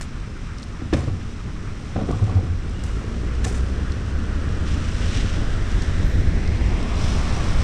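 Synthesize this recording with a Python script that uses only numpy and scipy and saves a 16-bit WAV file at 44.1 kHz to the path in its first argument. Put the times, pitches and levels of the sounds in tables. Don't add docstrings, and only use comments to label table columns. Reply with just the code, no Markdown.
import sys
import numpy as np
from scipy import signal
from scipy.fft import rfft, irfft, next_fast_len
from scipy.io import wavfile
from scipy.ndimage import uniform_filter1d

SR = 44100
rng = np.random.default_rng(int(sys.argv[2]) if len(sys.argv) > 2 else 0)


def wav_out(sig):
    wavfile.write(sys.argv[1], SR, np.round(np.clip(np.atleast_2d(sig).T, -1, 1) * 32767).astype(np.int16))


N = 336483
T = np.arange(N) / SR


def from_db(db):
    return 10 ** (np.asarray(db) / 20)


def rms_one(x):
    return x / np.sqrt(np.mean(x ** 2) + 1e-20)


def in_time(rows):
    s, *columns = np.transpose(rows)
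    return [np.interp(T, s, c) for c in columns]


def colour(x, shape):
    hz, db = np.transpose(shape)
    size = next_fast_len(N)
    f = np.maximum(np.fft.rfftfreq(size, 1 / SR), 1)
    gain = from_db(np.interp(np.log(f), np.log(hz), db, left=-90, right=-90))
    return rms_one(irfft(rfft(x, size) * gain, size)[:N])


def noise(shape):
    return colour(rng.standard_normal(N), shape)


def drift(rate):
    knots = rng.standard_normal(4096)
    return rms_one(np.interp(T * rate, np.arange(len(knots)), knots))


def steady(x, span_s):
    return x / np.sqrt(uniform_filter1d(x ** 2, max(int(span_s * SR), 2)) + 1e-9)


def dull(x, hz):
    sos = signal.butter(2, min(hz, .45 * SR), fs=SR, output="sos")
    return signal.sosfilt(sos, x + 1e-18)


def band(x, hz, width):
    peak = signal.iirpeak(hz, hz / width, fs=SR)
    return rms_one(signal.lfilter(*peak, signal.lfilter(*peak, x)))


def ring(x, hz, t60):
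    r = np.exp(-np.log(1000) / (t60 * SR))
    w = 2 * np.pi * hz / SR
    return signal.lfilter([0, np.sin(w)], [1, -2 * r * np.cos(w), r * r], x + 1e-18)


def resonate(x, peaks):
    for hz, width, db in peaks:
        x = x + (from_db(db) - 1) * signal.lfilter(*signal.iirpeak(hz, hz / width, fs=SR), x)
    return x


def click(s):
    return np.arange(N) == round(s * SR)


def fade(s, t60):
    return (T >= s) * np.exp(-np.log(1000) * np.clip((T - s) / t60, 0, 10))


def rise(s, rise_s):
    return np.clip((T - s) / rise_s, 0, 1)


def burst(s, rise_s, t60):
    return rise(s, rise_s) * np.exp(-np.log(1000) * np.clip((T - s - rise_s) / t60, 0, 10))


def swell(s, half_length):
    return np.exp(-.5 * ((T - s) / half_length) ** 2)


def swells_db(rows):
    return sum(db * swell(s, half_length) for s, db, half_length in rows)


def droplets(per_s, size_db):
    sizes = from_db(size_db * np.minimum(rng.exponential(1, N), 5)) * rng.choice([-1, 1], N)
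    return rms_one(sizes * (rng.random(N) < per_s / SR))


def drone(hz, orders, waver_db, jitter):
    phase = 2 * np.pi * (rng.random() + np.cumsum(hz * (1 + jitter * drift(22.01))) / SR)
    tones = sum(from_db(db + waver_db * drift(16)) * np.sin(k * phase) for k, db in orders)
    return np.sqrt(2) * tones


# (time [s], share of reference speed)
CAR_SPEED = [(0, 0.44), (1.7, 0.51), (3.1, 0.62), (4.2, 0.67), (5.3, 0.84), (7.63, 0.94)]


def speed_db(law):
    reference_db, doubling_db = law
    speed, = in_time(CAR_SPEED)
    return reference_db + doubling_db * np.log2(np.maximum(speed, 1e-2))


# (time [s], level [dB], pitch [Hz], width [Hz], t60 [s])
TRIM_SQUEAKS = [(2.745, -52, 2880, 90, 1.3), (6.051, -62, 12100, 453, 0.75)]


def squeaks():
    rub = rng.standard_normal(N)
    out = np.zeros(N)
    for s, db, hz, width, t60 in TRIM_SQUEAKS:
        squeak = steady(band(rub, hz, width), span_s=.03)
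        out += from_db(db) * fade(s, t60) * squeak
    return out


# (time [s], swish level [dB], first notch of the road reflection [Hz], tread roar level [dB])
TRUCK_APPROACH = [(1.5, -65, 740, -84), (3.5, -43.5, 756, -90), (5.2, -39, 766, -70),
                  (5.9, -37.5, 880, -79), (6.25, -38.5, 1010, -55), (6.55, -36, 1150, -46),
                  (6.8, -36, 1420, -38), (6.98, -37.5, 1800, -35.5), (7.3, -42, 3140, -34.5),
                  (7.63, -37.5, 4230, -38)]
# (frequency [Hz], relative density [dB per Hz])
TRUCK_SWISH_SPECTRUM = [(150, 9), (400, 2.5), (800, -1.5), (1100, 2), (1450, 2.5), (2000, 0.5), (3000, -10),
                        (4000, -11), (5500, -21.5), (9000, -50), (13000, -60)]
TRUCK_ROAR_SPECTRUM = [(200, 2), (400, -6.5), (600, -1.5), (850, -3), (1200, -2.5), (1500, -7.5),
                       (2500, -10), (5000, -35)]
# (time [s], firing rate [Hz], level [dB])
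TRUCK_FIRING = [(6.6, 76, -51), (7.05, 71.94, -28.5), (7.3, 63.04, -27.5), (7.63, 58.5, -28)]
# (multiple of the firing rate, relative level [dB])
TRUCK_ORDERS = [(1, -1.5), (2, -9.5), (2.5, -10), (3, -13)]


def truck(reflection=0.86, rough_db=0.1):
    swish_db, notch_hz, roar_db = in_time(TRUCK_APPROACH)
    direct = noise(TRUCK_SWISH_SPECTRUM)
    mirrored = np.interp(T - .5 / notch_hz, T, direct)
    swish = from_db(swish_db) * rms_one(direct + reflection * mirrored)
    roar = from_db(roar_db + rough_db * drift(45)) * noise(TRUCK_ROAR_SPECTRUM)
    exhaust_hz, exhaust_db = in_time(TRUCK_FIRING)
    exhaust = from_db(exhaust_db) * drone(exhaust_hz, TRUCK_ORDERS, waver_db=2.5, jitter=0.0196)
    return swish + roar + exhaust


# (level at reference speed [dB], gain per doubling of speed [dB])
SPRAY_BY_SPEED = (-44, 6.7)
# (time [s], lift [dB], half length [s])
SPRAY_SWELLS = [(2.1, 2, 0.19), (5.09, 6, 0.22), (5.856, 3.5, 0.23)]
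# (time [s], tread change [dB], spray change [dB], half length [s])
HISS_DIPS = [(2.562, -1.5, -3, 0.11), (6.65, -6.5, -2.5, 0.54)]
# (time [s], level [dB])
TRUCK_SPRAY_LEVEL = [(5.9, -55), (6.6, -47.5), (6.95, -44.5), (7.01, -37.5), (7.1, -37.5), (7.2, -39.5),
                     (7.63, -39.5)]
# (frequency [Hz], relative density [dB per Hz])
TRUCK_SPRAY_SPECTRUM = [(1200, -21), (2200, -2), (3300, 1), (4500, -1.5), (5600, 1), (7000, -5.5),
                        (9000, -13), (11500, -30), (15000, -36)]
SPRAY_SPECTRUM = [(800, -22), (1800, 0), (2800, 3.5), (3600, 1), (4500, -3), (6000, 0), (7500, -6),
                  (9000, -12.5), (10500, -22), (11500, -30), (15000, -38.5)]


def spray(per_s=2500, size_db=3.5, grain=0.67, surge_db=.5):
    car_db = speed_db(SPRAY_BY_SPEED) + swells_db(SPRAY_SWELLS)
    car_db += swells_db((s, db, half_length) for s, _, db, half_length in HISS_DIPS)
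    truck_db, = in_time(TRUCK_SPRAY_LEVEL)
    out = np.zeros(N)
    for db, spectrum in ((car_db, SPRAY_SPECTRUM), (truck_db, TRUCK_SPRAY_SPECTRUM)):
        water = colour(rng.standard_normal(N) + grain * droplets(per_s, size_db), spectrum)
        out += from_db(db + surge_db * drift(25)) * water
    return out


# (time [s], level [dB], half length [s], band centre [Hz])
PUDDLE_SPLASHES = [(4.703, -41.5, 0.037, 4420), (4.864, -46, 0.09, 3698), (5.038, -40.5, 0.025, 3195),
                   (5.156, -36.5, 0.05, 3700), (5.31, -40, 0.074, 3580)]


def puddles(sharpness=0.43, churn_db=2.0, grain=1.6):
    splash = rng.standard_normal(N) + grain * droplets(per_s=2100, size_db=2.5)
    water = colour(splash, SPRAY_SPECTRUM) * from_db(churn_db * drift(120))
    out = np.zeros(N)
    for s, db, half_length, hz in PUDDLE_SPLASHES:
        out += from_db(db) * swell(s, half_length) * band(water, hz, hz / sharpness)
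    return out


# (time [s], level before the common trim [dB], band centre [Hz])
HOUSING_DROPS = [(0.583, -26.5, 5070), (0.596, -32, 5400), (0.622, -31, 6000), (0.6284, -23, 4800),
                 (0.637, -31, 7200), (1.039, -31, 4800), (1.212, -29, 2100), (2.112, -25, 6500),
                 (2.123, -31, 3500), (2.24, -30, 6000), (2.296, -31, 5000), (2.351, -33, 4000),
                 (2.695, -33, 7600), (2.8365, -22, 7500), (3.919, -22.5, 4060), (5.7152, -27, 5800),
                 (5.82, -19, 5260), (6.4746, -23.5, 4514), (6.827, -24, 5410)]


def drops(t60=0.025, sharpness=1.3, trim_db=-11, rise_s=0.0012):
    out, splat = np.zeros(N), rng.standard_normal(N)
    for s, db, hz in HOUSING_DROPS:
        tick = steady(band(splat, hz, hz / sharpness), span_s=0.0015)
        out += from_db(db + trim_db) * burst(s, rise_s, t60) * tick
    return dull(dull(out, hz=8950), hz=9500)


# (time [s], firing rate [Hz], level [dB])
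ENGINE_PULL = [(2.65, 46, -47), (2.9, 52.98, -26), (3.2, 59.04, -23.5), (3.6, 63.35, -24),
               (3.95, 69.58, -26.5), (4.8, 76.35, -27), (5.15, 82.15, -37), (5.7, 80.16, -35.5),
               (6.2, 79, -28), (6.6, 80.16, -34), (7.63, 79, -36)]
# (multiple of the firing rate, relative level [dB])
FIRING_ORDERS = [(1, -0.5), (1.5, -13), (2, -18), (3, -18), (4, -21)]


def engine(intake_db=-18, intake_hz=385, intake_width_hz=130):
    hz, db = in_time(ENGINE_PULL)
    exhaust = drone(hz, FIRING_ORDERS, waver_db=0.7, jitter=0.0049)
    gulps = np.maximum(exhaust, 0)
    intake = rms_one(gulps * band(rng.standard_normal(N), intake_hz, intake_width_hz))
    return from_db(db) * (exhaust + from_db(intake_db) * intake)


# (time [s], clatter level [dB], clatter length [s], low-pass [Hz],
#   wash relative to clatter [dB], wash t60 [s], ring strike relative to clatter [dB])
FITTING_CLANKS = [(0.01, -27.5, 0.0031, 11000, -12, .15, -42), (0.028, -35.5, 0.002, 10100, -15, 0.11, -32),
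                  (0.926, -22, 0.005, 1700, -20, .1, -29), (0.9337, -25.5, 0.0084, 4600, -7, 0.4, -23),
                  (0.964, -43, 0.0037, 11000, -5, 0.54, -33), (2.836, -38.5, 0.003, 10000, -8, 1, -28),
                  (3.441, -34, 0.0068, 8950, -14, 0.32, -33), (3.446, -27, 0.0071, 9500, -10, 0.7, -20),
                  (3.464, -33, 0.0051, 2200, -19, 0.26, -33), (3.545, -46, 0.009, 8000, -4, .2, -7)]
# (frequency [Hz], relative level [dB], t60 [s])
FITTING_MODES = [(1757, 18, 0.085), (2410, 1, .09), (3670, 11, 0.06), (4320, -3, 0.1), (5300, -8, 0.2),
                 (6120, 7, 0.3), (6930, -4, 0.15), (7100, -2, 0.27), (7900, -5, 0.2)]
# (frequency [Hz], relative density [dB per Hz])
CLANK_SPECTRUM = [(300, 8), (900, 2), (2000, 0.5), (2700, 1), (3700, -4), (4700, -2), (6500, 1.5),
                  (9300, -2.5), (11500, -15), (15000, -15)]


def clanks(rise_s=0.0022, stop_t60=0.0078, shimmer_db=2.0, ring_width_hz=110, lift_db=5):
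    mode_peaks = [(hz, ring_width_hz, lift_db) for hz, _, _ in FITTING_MODES]
    clatter = rms_one(resonate(noise(CLANK_SPECTRUM), mode_peaks))
    clatter *= from_db(shimmer_db * drift(150))
    out, strikes = np.zeros(N), np.zeros(N)
    for s, db, length, hz, wash_db, wash_t60, ring_db in FITTING_CLANKS:
        contact = np.maximum((T >= s) & (T < s + length), fade(s + length, stop_t60))
        wash = from_db(wash_db) * fade(s, wash_t60)
        envelope = rise(s, rise_s) * np.maximum(contact, wash)
        out += dull(from_db(db) * envelope * clatter, hz)
        strikes += dull(from_db(db + ring_db) * click(s), hz)
    return out + sum(from_db(db) * ring(strikes, hz, t60) for hz, db, t60 in FITTING_MODES)


# (time [s], boom level [dB], boom pitch [Hz], boom t60 [s], rattle level [dB])
BODY_JOLTS = [(0.932, -16.5, 88.04, 0.28, -29), (1.068, -17.5, 93, .14, -37),
              (1.114, -21.5, 89.8, 0.29, -52), (1.955, -24, 110.3, 0.48, -26.5),
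              (2.085, -19, 103.6, 0.49, -28), (2.123, -10, 100.1, 0.049, -38),
              (2.213, -16, 99.6, 0.18, -30), (2.272, -18, 95, 0.19, -31.5),
              (2.347, -15.5, 88.5, 0.3, -33.5), (2.44, -17.5, 86.9, 0.39, -54), (2.495, -18, 85, 0.18, -55)]
# (frequency [Hz], relative density [dB per Hz])
RATTLE_SPECTRUM = [(100, 10), (180, 12.5), (320, 5.5), (450, 4), (600, -4), (760, -7.5), (930, -10),
                   (1200, -8), (1600, -17.5), (3500, -24.5), (6000, -36)]
# (frequency [Hz], width [Hz], lift [dB])
LOOSE_PART_PEAKS = [(310, 50, 1.5), (545, 40, 0), (740, 78, 7), (1150, 67, 3.5), (1470, 50, 9.5),
                    (1800, 117, 4)]


def rattle(rise_s=0.0085, t60=0.71, shake_db=2.5, shakes_per_s=120):
    power = sum((from_db(db) * burst(s, rise_s, t60)) ** 2 for s, *_, db in BODY_JOLTS)
    contacts = colour(droplets(per_s=1500, size_db=3.0), RATTLE_SPECTRUM)
    contacts = steady(resonate(contacts, LOOSE_PART_PEAKS), span_s=0.023)
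    return np.sqrt(power) * rms_one(contacts * from_db(shake_db * drift(shakes_per_s)))


# (multiple of its pitch, relative level [dB])
BODY_BOOM_ORDERS = [(1, -0.5), (2, -20)]


def boom(rise_s=0.013, sag_hz_per_s=9.8):
    out = np.zeros(N)
    for s, db, hz, t60, _ in BODY_JOLTS:
        pitch = hz - sag_hz_per_s * np.clip(T - s, 0, t60)
        tone = drone(pitch, BODY_BOOM_ORDERS, waver_db=2.5, jitter=0.0624)
        out += from_db(db) * burst(s, rise_s, t60) * tone
    return out


# (time [s], blow strength before the trims [dB], low-pass [Hz],
#   knock level [dB], knock pitch [Hz])
SUSPENSION_BLOWS = [(0.814, -19, 380, -33, 330), (0.927, -14, 650, -7.5, 323),
                    (0.9408, -10.5, 380, -16, 558), (0.963, -23, 550, -31, 544),
                    (0.976, -26, 700, -33, 680), (0.988, -30, 600, -34, 500), (1.029, -22, 500, -34, 563),
                    (1.072, -25, 400, -29, 527), (1.958, -19, 850, -22.5, 694),
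                    (1.97, -21.5, 350, -31, 330), (1.985, -19, 750, -27, 550),
                    (2.014, -16.5, 900, -24, 726), (2.04, -28, 900, -38, 560), (2.078, -22, 900, -36, 450),
                    (2.089, -16.5, 606, -22, 312), (2.108, -29, 1900, -34, 630),
                    (2.126, -27, 1500, -33, 1150), (2.193, -32, 1200, -34, 1040),
                    (2.226, -33, 1200, -48, 520), (2.274, -31, 900, -37, 780),
                    (2.294, -29, 1400, -34, 1150), (2.319, -30, 1200, -37, 780),
                    (2.367, -22, 800, -34, 644), (2.388, -27, 900, -42, 790), (2.426, -24, 500, -29, 340),
                    (3.454, -19.5, 1200, -31, 720), (3.466, -27, 1100, -32, 443)]
# (frequency [Hz], relative level [dB], t60 [s])
PANEL_MODES = [(98.2, -1, 0.55), (135.4, -10.5, 0.48), (186, -3, 0.11), (242, -4, 0.25), (303, 1, 0.066),
               (334, -10.5, 0.093), (471, -10, 0.1), (553, -18.5, 0.35), (748, -6, 0.092),
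               (850, -16, 0.043), (1100, -7.5, 0.037), (1500, -24, 0.021)]
# (frequency [Hz], relative density [dB per Hz])
CRUNCH_SPECTRUM = [(90, 4), (300, -3), (750, 4), (950, 7), (1300, 0), (2000, -15), (4000, -28)]


def thuds(crunch_db=-14, ring_db=-4.5, crunch_t60=.055, knock_rise_s=.0045, knock_t60=.03):
    blows, crunch, knocks = np.zeros(N), np.zeros(N), np.zeros(N)
    grit = steady(noise(CRUNCH_SPECTRUM), span_s=0.01)
    for s, db, hz, knock_db, knock_hz in SUSPENSION_BLOWS:
        blows += dull(from_db(db) * click(s), hz)
        crunch += dull(from_db(db) * fade(s, crunch_t60) * grit, hz)
        knock = np.sin(2 * np.pi * knock_hz * (T - s))
        knocks += from_db(knock_db) * burst(s, knock_rise_s, knock_t60) * knock
    panels = np.zeros(N)
    for k, (hz, db, t60) in enumerate(PANEL_MODES):
        panels += (-1) ** k * from_db(db) * ring(blows, hz, t60)
    return from_db(ring_db) * panels + from_db(crunch_db) * crunch - knocks


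# (level at reference speed [dB], gain per doubling of speed [dB])
RUMBLE_BY_SPEED = (-26.5, 6.08)
RUMBLE_TOP_BY_SPEED = (0.73, 3.6)
TREAD_BY_SPEED = (-44.5, 1.54)
# (time [s], lift [dB], half length [s])
COARSE_ROAD = [(3.165, 1, 0.05), (3.465, 2.5, 0.06), (4.45, 2, 0.25), (5.15, 2.5, 0.092), (5.417, 4, 0.058),
               (5.7, 1, 0.089), (6.66, 1.5, 0.06), (7.4, 0.5, 0.12)]
# (frequency [Hz], relative density [dB per Hz])
RUMBLE_SPECTRUM = [(40, 14), (90, 4.5), (130, 6.5), (180, 1.5), (230, -2), (310, -5.5), (420, -7.5),
                   (550, -11), (750, -14.5), (1100, -21), (2500, -47)]
TREAD_SPECTRUM = [(300, 8.5), (600, -19), (900, -2), (1080, 2), (1270, 5), (1600, 1), (2000, -0.5),
                  (2600, -6), (3500, -27), (6000, -57)]
# (frequency [Hz], width [Hz], lift [dB])
TYRE_PEAKS = [(184.7, 8.7, 3), (231.2, 4.6, 9.5), (275.5, 22, 4), (318, 10, 4), (411.5, 12.4, 4)]


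def tyres(rough_db=1.07, flutter_db=1.3, split_hz=264):
    rumble = steady(resonate(noise(RUMBLE_SPECTRUM), TYRE_PEAKS), span_s=0.25)
    deep = signal.sosfiltfilt(signal.butter(2, split_hz, fs=SR, output="sos"), rumble)
    rumble = deep + from_db(speed_db(RUMBLE_TOP_BY_SPEED)) * (rumble - deep)
    rumble_db = speed_db(RUMBLE_BY_SPEED) + swells_db(COARSE_ROAD) + rough_db * drift(40)
    hiss_db = speed_db(TREAD_BY_SPEED) + flutter_db * drift(30)
    hiss_db += swells_db((s, db, half_length) for s, db, _, half_length in HISS_DIPS)
    return from_db(rumble_db) * rumble + from_db(hiss_db) * noise(TREAD_SPECTRUM)


# (level at reference speed [dB], gain per doubling of speed [dB])
WIND_BY_SPEED = (-18.5, 12.3)
# (time [s], lift [dB], half length [s])
PORT_GUSTS = [(0.2, 1.5, 0.18), (0.953, 5, 0.03), (1.07, 4, 0.055), (2.3, 1.5, 0.09), (6.012, 5, 0.042),
              (6.204, 3.5, 0.09), (6.676, 2, 0.082), (7.06, 1.5, 0.062), (7.55, 2.5, 0.077)]
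# (frequency [Hz], relative density [dB per Hz])
WIND_SPECTRUM = [(8, 3.5), (20, -0.5), (30, 2.5), (50, -2), (75, -3.5), (95, -3), (130, -18), (200, -21.5),
                 (400, -35.5), (1000, -74)]


def wind(lump_db=1.2, lumps_per_s=12):
    buffet_db = speed_db(WIND_BY_SPEED) + swells_db(PORT_GUSTS) + lump_db * drift(lumps_per_s)
    return from_db(buffet_db) * steady(noise(WIND_SPECTRUM), span_s=0.118)


def scene():
    bumps = thuds() + rattle() + clanks() + boom()
    water = spray() + puddles() + drops()
    return (wind() + tyres() + engine() + truck() + bumps + water + squeaks())[None]


# (frequency [Hz], width [Hz], lift [dB])
HOUSING_PEAKS = [(900, 35, -1.5), (1086, 99, 1), (4700, 370, -2), (5040, 450, 1.5), (5900, 430, 2),
                 (6410, 1370, -4), (8360, 150, 5.5)]


def record(dry, cutoff_hz=15700):
    top_cut = signal.cheby2(12, 70, cutoff_hz, fs=SR, output="sos")
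    return signal.sosfilt(top_cut, resonate(dry, HOUSING_PEAKS))


dry = scene()
out = record(dry)
wav_out(out)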